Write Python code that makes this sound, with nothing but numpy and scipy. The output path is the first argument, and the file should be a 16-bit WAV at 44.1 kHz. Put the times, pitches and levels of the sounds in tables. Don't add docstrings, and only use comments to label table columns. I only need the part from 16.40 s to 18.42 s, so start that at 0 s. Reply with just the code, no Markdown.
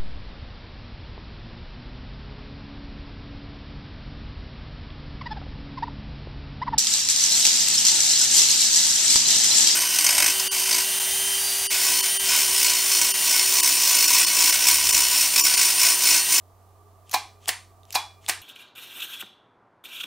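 import sys
import numpy as np
from scipy import signal
from scipy.fft import rfft, irfft
from scipy.io import wavfile

SR = 44100
rng = np.random.default_rng(int(sys.argv[2]) if len(sys.argv) > 2 else 0)


def put_to_file(sound):
    columns = np.atleast_2d(sound).T
    safe = np.clip(columns, -1, 1)
    whole_steps = np.round(safe * 32767)
    wavfile.write(sys.argv[1], SR, whole_steps.astype(np.int16))


N = 88949
T = np.arange(N) / SR

# t/s, level/dB, spring ring/dB, hardness/(dB per octave)
SLAMS = [(0.7437, -16.5, -39, 0.5), (1.5559, -17.5, -30.5, 1.5)]
# f/Hz, level/dB
SCRAPE_EQ = [(400, -23), (1500, -8), (3500, -1), (6100, 8), (8000, -6.5), (13000, 1.5), (16000, -6.5)]
KNOCK_EQ = [(150, -42.5), (450, -20), (800, 10.5), (1300, -7.5), (2400, 1.5), (3200, -6), (4800, -1.5),
            (7500, -6.5), (16000, -15.5)]
CHATTER_EQ = [(300, -11.5), (1500, 2.5), (4000, 1.5), (6000, 1), (9300, 10.5), (11500, -0.5), (13500, 5.5),
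              (16000, -13.5)]
SLAM_EQ = [(80, -50), (250, -17), (480, -21), (750, 18.5), (1100, 11.5), (1400, -5.5), (2200, 1.5),
           (3000, -4.5), (4100, 9), (6000, 1), (7500, -11), (10500, -11), (13000, -1.5), (16000, -17)]
SCRAPE_RISE_S, KNOCK_RISE_S, CHATTER_RISE_S = 0.0012, 0.00015, 0.00086

def closing():
    # lead before the slam/s, level against it/dB, decay/s
    slide, catch = (0.0318, -16.5, 0.0094), (0.0283, -13.5, 0.002)
    slack = (0.014, -13.5, 0.009)
    push = (0.0104, -10.5, 0.002)
    bounce = (0.0065, -1, 0.0013)
    first_edge = (0.0031, 1.2, 0.0073)
    scrape = sum(stage(SLAMS, step, SCRAPE_RISE_S, SCRAPE_EQ) for step in (slide, catch))
    knocks = sum(stage(SLAMS, step, KNOCK_RISE_S, KNOCK_EQ) for step in (slack, push, first_edge))
    chatter = stage(SLAMS, bounce, CHATTER_RISE_S, CHATTER_EQ)
    slam = bursts(SLAMS, SLAM_EQ, rise_s=0.00037, decay_s=0.0086)
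    return scrape + knocks + chatter + slam


# t/s, level/dB, spring ring/dB, hardness/(dB per octave)
STOPS = [(1.0901, -15, -59.5, 0.5), (1.8950, -15, -75, 0)]
# f/Hz, level/dB
STOP_EQ = [(80, -25.5), (200, -21), (350, -7.5), (580, -12), (730, -6), (880, -2), (1250, -5.5), (1850, 5),
           (2500, 1), (3200, -1.5), (4400, -1), (6500, -2), (9300, -5.5), (16000, -12.5)]

def opening():
    # lead before the stop/s, level against it/dB, decay/s
    slide, slack = (0.0179, -28, 0.01), (0.0136, -20, 0.0056)
    bridges_lift, contacts_part = (0.013, -13.5, 0.018), (0.0081, -2.8, 0.004)
    scrape = stage(STOPS, slide, SCRAPE_RISE_S, SCRAPE_EQ)
    knocks = sum(stage(STOPS, step, KNOCK_RISE_S, KNOCK_EQ) for step in (slack, bridges_lift))
    chatter = stage(STOPS, contacts_part, CHATTER_RISE_S, CHATTER_EQ)
    crash = bursts(STOPS, STOP_EQ, rise_s=0.00085, decay_s=0.0054)
    return scrape + knocks + chatter + crash


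def stop_clicks(click_db=-3):
    touches = np.zeros(N)
    touches[[int(start * SR) for start, *_ in STOPS]] = amp(click_db)
    return colour(touches, STOP_EQ)


def rattle():
    return closing() + opening()


# f/Hz, level/dB, t60/s
CLOSED_MODES = [(325.5, -26.5, 0.18), (664, -48, 0.048), (763, -5.5, 0.085), (797, -6, 0.055),
                (839, -7.5, 0.065), (991.4, -5, 0.083), (1100, -41, 0.13), (2410, -14, 0.15),
                (4010, -3, 0.049)]
OPEN_MODES = [(736, 1, 0.061), (750, -11, 0.065), (1038, -0.5, 0.035), (1920, -17, 0.0049),
              (2385, 0, 0.024), (4410, 2, 0.035)]
SPRING_MODES = [(2398, -21, .85), (3392, 0, 0.34), (3580, -13, 0.2), (4081, -17, .25), (8473, -14, 0.29),
                (8880, -13, 0.28)]

def housing_and_springs(slam_body_db=0.17, stop_body_db=-14.5):
    out = np.zeros(N)
    for blows, housing, body_db in (SLAMS, CLOSED_MODES, slam_body_db), (STOPS, OPEN_MODES, stop_body_db):
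        for start, blow_db, spring_db, hardness in blows:
            tilted = [(hz, db + hardness * np.log2(hz / 1000), t60) for hz, db, t60 in housing]
            out += ring(tilted, start, blow_db + body_db) + ring(SPRING_MODES, start, spring_db)
    return out


# t/s, snap level/dB, cap f/Hz, cap level/dB
BUTTON_TICKS = [(0.695, -32, 3370, -58), (1.058, -38.5, 3200, -28), (1.433, -55.5, 3730, -41),
                (1.4526, -45.5, 4470, -61), (1.506, -29.5, 2870, -29), (1.8455, -59, 2100, -42),
                (1.8635, -37.5, 3500, -23)]
# f/Hz, level/dB
SNAP_EQ = [(500, -23.5), (1700, -30), (2800, -1.5), (4500, -2), (6500, 3.5), (10000, -1.5), (13000, -8),
           (16000, -20)]
RUB_EQ = [(600, -22), (1900, -2.5), (3100, 8), (4500, -1.5), (6800, 2), (10000, -6), (16000, -18.5)]

def button(snap_s=0.00066, cap_t60=0.0054, fingertip_hz=4500):
    snaps = bursts(BUTTON_TICKS, SNAP_EQ, rise_s=snap_s / 2, decay_s=snap_s)
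    caps = sum(ring([(hz, 0, cap_t60)], start, db) for start, _, hz, db in BUTTON_TICKS)
    fingertip = signal.butter(2, fingertip_hz, fs=SR, output="sos")
    press = (0.093, -40, 0.012)
    rub = stage(SLAMS + STOPS, press, rise_s=0.057, eq=RUB_EQ)
    return snaps + signal.sosfilt(fingertip, caps) + rub


# f/Hz, level/dB, t60/s
ROOM_BANDS = [(120, -17, .3), (350, -7.5, 0.47), (750, -11.5, 0.29), (1120, -2.5, 0.29), (2000, -4, 0.3),
              (4500, -6, 0.32), (9000, -7.5, 0.31), (15000, -7, 0.11)]

def reflections(x, predelay_s=0.003, build_s=0.0024, size=32768):
    age = np.maximum(T[:size] - predelay_s, 0)
    centres_hz = np.array(ROOM_BANDS)[:, 0]
    noise, tail = rfft(rng.standard_normal(size)), 0
    for (_, db, t60), solo in zip(ROOM_BANDS, np.eye(len(ROOM_BANDS))):
        band = irfft(noise * curve(centres_hz, solo, size))
        envelope = np.minimum(age / build_s, 1) * np.exp(-np.log(1000) * age / t60)
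        tail = tail + amp(db) * band * envelope / np.linalg.norm(envelope)
    return signal.fftconvolve(x, tail)[:N]


# f/Hz, side against mid/dB
ROOM_SIDE = [(200, -7), (700, -21.5), (1800, -48), (4500, -23.5), (8000, -2.5), (15000, -7.5)]

def room(ring_out, wet_db=-1, ring_send_db=-1, walls=4):
    sends = [amp(ring_send_db) * ring_out + rattle() for _ in range(walls)]
    mid = sum(reflections(send) for send in sends) / np.sqrt(walls)
    return amp(wet_db) * widen(mid, reflections(sends[0]), ROOM_SIDE)


# f/Hz, level/dB
AIR_EQ = [(25, -3.5), (50, 0), (75, -1.5), (150, -8), (270, -9), (390, -5.5), (520, -9.5), (720, -7.5),
          (1000, -6.5), (1220, -11.5), (1400, -21), (2400, -26), (16000, -26)]
# f/Hz, side against mid/dB
AIR_SIDE = [(40, -18), (200, -2.5), (500, -17), (1200, -7.5), (3000, -7.5), (8000, -1)]
# f/Hz, bandwidth/Hz, level/dB, left minus right/dB
FAN_RESONANCES = [(408.8, 13, -70, 7), (664, 19, -68, 6), (729, 48, -67.5, -4), (1173, 31, -69, -9.5)]

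def fan(air_db=-61, hum_hz=93, hum_db=-53):
    mid, side = (colour(rng.standard_normal(N), AIR_EQ) for _ in range(2))
    air = amp(air_db) * widen(mid, side, AIR_SIDE)
    for hz, width_hz, db, pan_db in FAN_RESONANCES:
        rush = signal.lfilter(*signal.iirpeak(hz, hz / width_hz, fs=SR), rng.standard_normal(N))
        air += amp(db) * pan(pan_db) * unit(rush)
    return air + amp(hum_db) * np.sin(2 * np.pi * hum_hz * T)


def stage(blows, step, rise_s, eq):
    lead_s, stage_db, decay_s = step
    hits = [(start - lead_s, db + stage_db) for start, db, *_ in blows]
    return bursts(hits, eq, rise_s, decay_s)


def bursts(hits, eq, rise_s, decay_s):
    out = np.zeros(N)
    for start, db, *_ in hits:
        span = slice(int(start * SR), int((start + rise_s + 10 * decay_s) * SR))
        age = np.maximum(T[span] - start, 0)
        envelope = np.minimum(age / rise_s, 1) * np.exp(-np.maximum(age - rise_s, 0) / decay_s)
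        grain = rng.choice([-1, 1], SR // 2)[:len(age)]
        out[span] += amp(db) * envelope * grain
    return colour(out, eq)


def ring(modes, start, level_db):
    age = np.maximum(T - start, 0)
    swing = sum(amp(level_db + db) * np.cos(2 * np.pi * hz * age) * np.exp(-np.log(1000) * age / t60)
                for hz, db, t60 in modes)
    return swing * (T >= start)


def colour(x, eq, keep_power=True, size=4096):
    gain = amp(curve(*np.transpose(eq), size))
    cepstrum = irfft(np.log(unit(gain) if keep_power else gain))
    cepstrum[1:size // 2] *= 2
    cepstrum[size // 2 + 1:] = 0
    impulse = irfft(np.exp(rfft(cepstrum)))
    return signal.fftconvolve(x, impulse)[:N]


def curve(hz, values, size):
    bins_hz = np.arange(size // 2 + 1) * SR / size
    return np.interp(np.log(bins_hz + 1), np.log(hz), values)


def widen(mid, side, side_eq):
    return mid + colour(side, side_eq, keep_power=False) * np.array([[1], [-1]])


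def pan(db):
    return amp(np.vstack([db, -db]) / 2)


def amp(db):
    return 10 ** (np.asarray(db) / 20)


def unit(x):
    return x / np.sqrt(np.mean(x ** 2))


# f/Hz, side against mid/dB
DIRECT_SIDE = [(200, -4.5), (700, -13.5), (2000, -17), (4500, -23), (8000, -18), (15000, -26)]

def scene():
    ring_out = button() + stop_clicks() + housing_and_springs()
    direct = widen(ring_out + rattle(), rattle(), DIRECT_SIDE)
    return direct + room(ring_out) + fan()


# f/Hz, left minus right/dB
MIC_PAN = [(30, -0.5), (95, -3.5), (250, 2.5), (400, -2.5), (540, 4), (820, -2.5), (1000, -1), (1220, -5),
           (1500, -2.5), (3000, 0), (9000, 0.4)]

def record(dry, top_hz=15700):
    balance_db = curve(*np.transpose(MIC_PAN), 2 * N)
    heard = irfft(rfft(dry, 2 * N) * pan(balance_db))[:, :N]
    low_pass = signal.ellip(10, 0.2, 80, top_hz, fs=SR, output="sos")
    return signal.sosfilt(low_pass, heard)


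dry = scene()
out = record(dry)
put_to_file(out)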